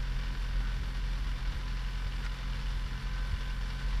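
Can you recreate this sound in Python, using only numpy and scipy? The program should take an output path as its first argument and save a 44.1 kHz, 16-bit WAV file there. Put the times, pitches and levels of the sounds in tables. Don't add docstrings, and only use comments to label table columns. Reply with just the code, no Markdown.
import sys
import numpy as np
from scipy import signal
from scipy.fft import rfft, irfft
from scipy.io import wavfile

SR = 44100
rng = np.random.default_rng(int(sys.argv[2]) if len(sys.argv) > 2 else 0)


def unload_wav(signal):
    wavfile.write(
        sys.argv[1],
        SR,
        np.round(np.clip(np.atleast_2d(signal).T, -1, 1) * 32767).astype(np.int16),
    )


N = 176400
TIME_S = np.arange(N) / SR
FREQS_HZ = np.maximum(np.fft.rfftfreq(N, 1 / SR), 1)

# time_s, firing_rate_hz
ENGINE_SPEED = [(0.0, 43.32), (0.5, 43.36), (1.0, 43.74), (1.35, 43.61), (1.7, 43.91), (2.15, 43.91),
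                (2.8, 43.98), (3.3, 44.16), (4.0, 44.09)]
# time_s, level_db
FIRING_LEVEL = [(0, -34), (.6, -32.7), (1.27, -32.7), (1.6, -34), (2.4, -34.5), (2.75, -33.5),
                (3.15, -34.5), (3.8, -35), (3.95, -30.5)]
# centre_s, depth_db, half_length_s
FIRING_SAGS = [(0.94, 11, .018), (1.395, 13, 0.014), (1.541, 22, 0.014), (2.114, 6, 0.015), (2.222, 8, .02),
               (2.372, 9, 0.028), (2.557, 18, 0.018), (2.904, 3, 0.018), (3.001, 23, 0.021)]
# firing_multiple, level_db
HUM_TONES = [(2, -53.5), (3, -47.5), (4, -60.5), (4.6, -59.5), (5.25, -68.5), (5.75, -65.5), (6, -65),
             (10, -70.5), (11.5, -78)]
# firing_multiple, start_db, end_db, wander_rad
WHINE_TONES = [(22.1, -69, -72, 0.62), (23.04, -63.5, -59.5, 0.35), (34.55, -67, -69, .6),
               (35.66, -63, -66.5, 2.55), (40.06, -70.5, -65.5, 0.69), (42.85, -63.5, -68.5, 1.3)]
CYLINDER_GAINS_DB = [-0.11, -0.28, .3, -0.79]
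# freq_hz, gain_db
CLATTER_SPECTRUM = [(300, -13), (480, -6.5), (700, -8.5), (900, -2.5), (1100, -4.5), (1500, 0.5),
                    (1900, -3), (2150, -4), (2350, -6.5), (2550, -6.5), (2900, -4), (3300, -7.5),
                    (4000, -8), (4500, -11), (5000, -10), (5600, -12), (6300, -20), (9000, -32.5),
                    (14000, -51)]
# freq_hz, width_hz, lift_db
BLOCK_MODES = [(517, 29, 5), (1106, 53, 4.5), (1650, 150, -1.5), (2343, 47, 8), (3572, 55, 7),
               (4470, 82, 7)]
# freq_hz, gain_db, width_hz
LOOSE_PART_MODES = [(2840, -10.5, 80), (2990, -12.5, 100)]
# freq_hz, gain_db
RUMBLE_SPECTRUM = [(10, -26), (20, 0.5), (36, 3), (55, -2.5), (90, -11), (114, -9), (135, -13),
                   (160, -13.5), (240, -19), (300, -23.5), (500, -30), (1000, -56)]
# centre_s, peak_db, pitch_hz, half_length_s
BUMP_THUMPS = [(0.822, -34, 62, 0.039), (1.247, -37, 62.5, 0.045), (1.562, -36.5, 67, 0.022),
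               (2.063, -28.5, 70, 0.005), (2.56, -43, 70, 0.026), (3.335, -25, 71.6, 0.0116)]
# freq_hz, gain_db
HISS_MID_SPECTRUM = [(2000, 4.5), (4500, -21), (6500, 7), (8000, 4), (9100, 8.5), (9800, -1), (10800, 4),
                     (12200, 3), (14000, 1.5)]
# freq_hz, gain_db
HISS_SIDE_SPECTRUM = [(3800, -23), (4400, -10), (5300, 7), (6400, 12.5), (9000, 10.5), (12000, 7),
                      (14000, 3.5)]
# freq_hz, gain_db
SAND_SPECTRUM = [(3000, -15), (7000, 2.5), (11000, 4.5), (14000, -16)]
# time_s, level_db
SAND_ENVELOPE = [(0, -76), (2.6, -75.5), (3.8, -71.5)]
# start_s, level_db
PING_STRIKES = [(0.2688, -35), (1.8488, -32.5), (1.938, -41), (2.1235, -33), (2.2608, -36), (2.533, -32),
                (2.6684, -32.5), (3.5076, -33)]
# centre_s, level_db, half_length_s
RUB_SWELLS = [(0.663, -65, .11), (2.0, -62.5, .12), (2.975, -63, 0.072), (3.19, -57.5, 0.12),
              (3.49, -56.5, 0.11), (3.82, -57, .09)]
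# firing_multiple, gain_db, wander_rad
RUB_PARTIALS = [(34.55, 0, .5), (35.55, -2.5, 1.0)]
# centre_s, level_db, sigma_s, ring_hz, lowpass_hz
STONE_CRUNCHES = [(.66, -53, .032, 1380, 3000), (2.252, -48, .010, 1480, 9000),
                  (2.266, -43, .0036, 1290, 6000), (3.18, -60, .02, 1200, 3000),
                  (3.81, -55.5, .02, 1450, 12000)]
# freq_hz, gain_db
GRIT_SPECTRUM = [(600, -13.5), (1250, 1), (1700, 2.5), (2500, -5), (5000, -9), (7000, -14), (8500, -15),
                 (10000, -22), (14000, -34)]

CYLINDERS = len(CYLINDER_GAINS_DB)
KNOCK_ATTACK_S, KNOCK_DECAY_S = .004, .026


def from_db(db):
    return 10 ** (np.asarray(db) / 20)


def unit_rms(x):
    return x / np.sqrt(np.mean(x ** 2) + 1e-20)


def ramp(rows):
    return np.interp(TIME_S, *np.transpose(rows))


def bell(centre_s, half_length_s):
    return np.exp(-((TIME_S - centre_s) / half_length_s) ** 2)


def drift(rate_hz):
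    step, run_in = 40, 2000
    pole = np.exp(-2 * np.pi * rate_hz * step / SR)
    noise = rng.standard_normal(N // step + run_in + 2)
    slow = signal.lfilter([1], [1, -2 * pole, pole * pole], noise)[run_in:]
    return np.interp(np.arange(N) / step, np.arange(len(slow)), unit_rms(slow))


def grains(rate_per_s):
    return (rng.random(N) < rate_per_s / SR) * rng.standard_normal(N)


def colour(x, spectrum, modes=()):
    hz, db = np.transpose(spectrum)
    curve_db = np.interp(np.log(FREQS_HZ), np.log(hz), db)
    for centre_hz, width_hz, lift_db in modes:
        curve_db += lift_db / (1 + (2 * (FREQS_HZ - centre_hz) / width_hz) ** 2)
    return unit_rms(irfft(rfft(x) * from_db(curve_db), N))


def resonate(x, hz, width_hz):
    radius = np.exp(-np.pi * width_hz / SR)
    feedback = [1, -2 * radius * np.cos(2 * np.pi * hz / SR), radius ** 2]
    return unit_rms(signal.lfilter([1, 0, -1], feedback, x + 1e-18))


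def exhaust(firings, throb_db=1.4, wander_rad=.05):
    ripple_db = throb_db * np.sin(2 * np.pi * firings / CYLINDERS) + .4 * drift(14)
    sag_db = sum(db * bell(centre_s, half_s) for centre_s, db, half_s in FIRING_SAGS)
    out = from_db(ramp(FIRING_LEVEL) + ripple_db - sag_db) * np.sin(2 * np.pi * firings)
    for multiple, db in HUM_TONES:
        phase = multiple * (2 * np.pi * firings + wander_rad * drift(11.6))
        out += from_db(db + drift(5)) * np.sin(phase)
    return np.sqrt(2) * out


def whines(firings, swell_db=1.1):
    out = np.zeros(N)
    for multiple, start_db, end_db, wander_rad in WHINE_TONES:
        level_db = np.linspace(start_db, end_db, N) + swell_db * drift(3.2)
        out += from_db(level_db) * np.sin(2 * np.pi * multiple * firings + wander_rad * drift(4.7))
    return np.sqrt(2) * out


def knocks(firings, scatter_db=1.3, churn_gain=.57):
    index = firings.astype(int)
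    age_s = firings % 1 / ramp(ENGINE_SPEED)
    cylinder_db = np.array(CYLINDER_GAINS_DB)[index % CYLINDERS]
    strength = from_db(cylinder_db + scatter_db * rng.standard_normal(256)[index])
    attack = np.minimum(age_s / KNOCK_ATTACK_S, 1)
    decay = np.exp(-np.maximum(age_s - KNOCK_ATTACK_S, 0) / KNOCK_DECAY_S)
    return unit_rms(np.hypot(churn_gain, strength * attack * decay) * rng.standard_normal(N))


def ticks(firings, per_cycle=16, jitter_s=.00008, scatter_db=2.5, decay_s=.002):
    cycle_starts = np.arange(0, firings[-1], CYLINDERS)
    taps = np.zeros(N)
    for offset in (np.arange(per_cycle) + rng.random(per_cycle)) * CYLINDERS / per_cycle:
        lag, size = rng.standard_normal((2, 64))[:, :len(cycle_starts)]
        tap_s = np.interp(cycle_starts + offset, firings, TIME_S, right=np.inf) + jitter_s * lag
        at = (tap_s.clip(0, N / SR) * SR).astype(int)
        taps[at[at < N]] += rng.choice([-1, 1]) * from_db(scatter_db * size)[at < N]
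    age_s = TIME_S[:SR // 50]
    burst = rng.standard_normal(len(age_s)) * np.exp(-age_s / decay_s)
    return unit_rms(signal.fftconvolve(taps, burst)[:N])


def clatter(firings, knock_db=-49, tick_db=-57.5, rise_db_per_s=.21):
    knock = from_db(knock_db) * colour(knocks(firings), CLATTER_SPECTRUM, BLOCK_MODES)
    tick = from_db(tick_db) * colour(ticks(firings), CLATTER_SPECTRUM, BLOCK_MODES)
    load_db = rise_db_per_s * (TIME_S - TIME_S.mean())
    return (knock + tick) * from_db(load_db + .5 * drift(10))


def chatter(firings, level_db=-63.5, scatter_db=6):
    onsets = np.diff(firings.astype(int), prepend=0)
    taps = onsets * from_db(scatter_db * rng.standard_normal(N).clip(-2, 1))
    taps = np.roll(taps, int(KNOCK_ATTACK_S * SR))
    rings = sum(from_db(db) * resonate(taps * rng.choice([-1, 1], N), hz, width_hz)
                for hz, db, width_hz in LOOSE_PART_MODES)
    return from_db(level_db) * unit_rms(rings)


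def body(rumble_db=-42.5, swell_db=1.2):
    out = from_db(rumble_db + swell_db * drift(4)) * colour(rng.standard_normal(N), RUMBLE_SPECTRUM)
    for centre_s, db, hz, half_s in BUMP_THUMPS:
        out -= from_db(db) * bell(centre_s, half_s) * np.cos(2 * np.pi * hz * (TIME_S - centre_s))
    return out


def hiss(mid_db=-68.5, side_db=-72.5, swell_db=.85, side_highpass_hz=3200):
    mid = from_db(mid_db) * colour(rng.standard_normal(N), HISS_MID_SPECTRUM)
    side = from_db(side_db) * colour(rng.standard_normal(N), HISS_SIDE_SPECTRUM)
    side = signal.sosfilt(signal.butter(8, side_highpass_hz, "high", fs=SR, output="sos"), side)
    return from_db(swell_db * drift(8)) * np.array([mid + side, mid - side])


def sand(flurry_db=3):
    spray = colour(grains(rate_per_s=4000), SAND_SPECTRUM)
    return from_db(ramp(SAND_ENVELOPE) + flurry_db * drift(11).clip(-2, 2)) * spray


def pings(length_s=.06, detune=.0049):
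    out = np.zeros(N)
    for start_s, db in PING_STRIKES:
        age_s = np.maximum(TIME_S - start_s, 0)[:int((start_s + length_s) * SR)]
        for hz, mode_db, width_hz in LOOSE_PART_MODES:
            pitch_hz = hz * (1 + detune * rng.standard_normal())
            envelope = from_db(db + mode_db) * np.exp(-np.pi * width_hz * age_s)
            out[:len(age_s)] += envelope * np.sin(2 * np.pi * pitch_hz * age_s)
    return out


def rubs(firings):
    swell = sum(from_db(db) * bell(centre_s, half_s) for centre_s, db, half_s in RUB_SWELLS)
    tones = sum(from_db(db) * np.sin(2 * np.pi * multiple * firings + wander_rad * drift(10))
                for multiple, db, wander_rad in RUB_PARTIALS)
    return np.sqrt(2) * swell * tones


def stones(ring_db=1):
    out = np.zeros(N)
    for centre_s, db, sigma_s, ring_hz, lowpass_hz in STONE_CRUNCHES:
        grit = grains(rate_per_s=7000)
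        ring = from_db(ring_db) * resonate(grit, ring_hz, width_hz=140)
        lowpass = signal.butter(4, lowpass_hz, fs=SR, output="sos")
        crunch = signal.sosfilt(lowpass, colour(grit, GRIT_SPECTRUM) + ring)
        out += from_db(db) * bell(centre_s, np.sqrt(2) * sigma_s) * crunch
    return out


def scene():
    firings = np.cumsum(ramp(ENGINE_SPEED)) / SR
    engine = exhaust(firings) + whines(firings) + clatter(firings)
    parts = chatter(firings) + pings() + rubs(firings)
    return engine + parts + body() + stones() + sand() + hiss()


def record(dry, cutoff_hz=14250):
    padded = np.pad(dry, ((0, 0), (SR // 10, 0)), mode="reflect")
    lowpass = signal.ellip(12, .1, 80, cutoff_hz, fs=SR, output="sos")
    return signal.sosfilt(lowpass, padded)[:, -N:]


dry = scene()
out = record(dry)
unload_wav(out)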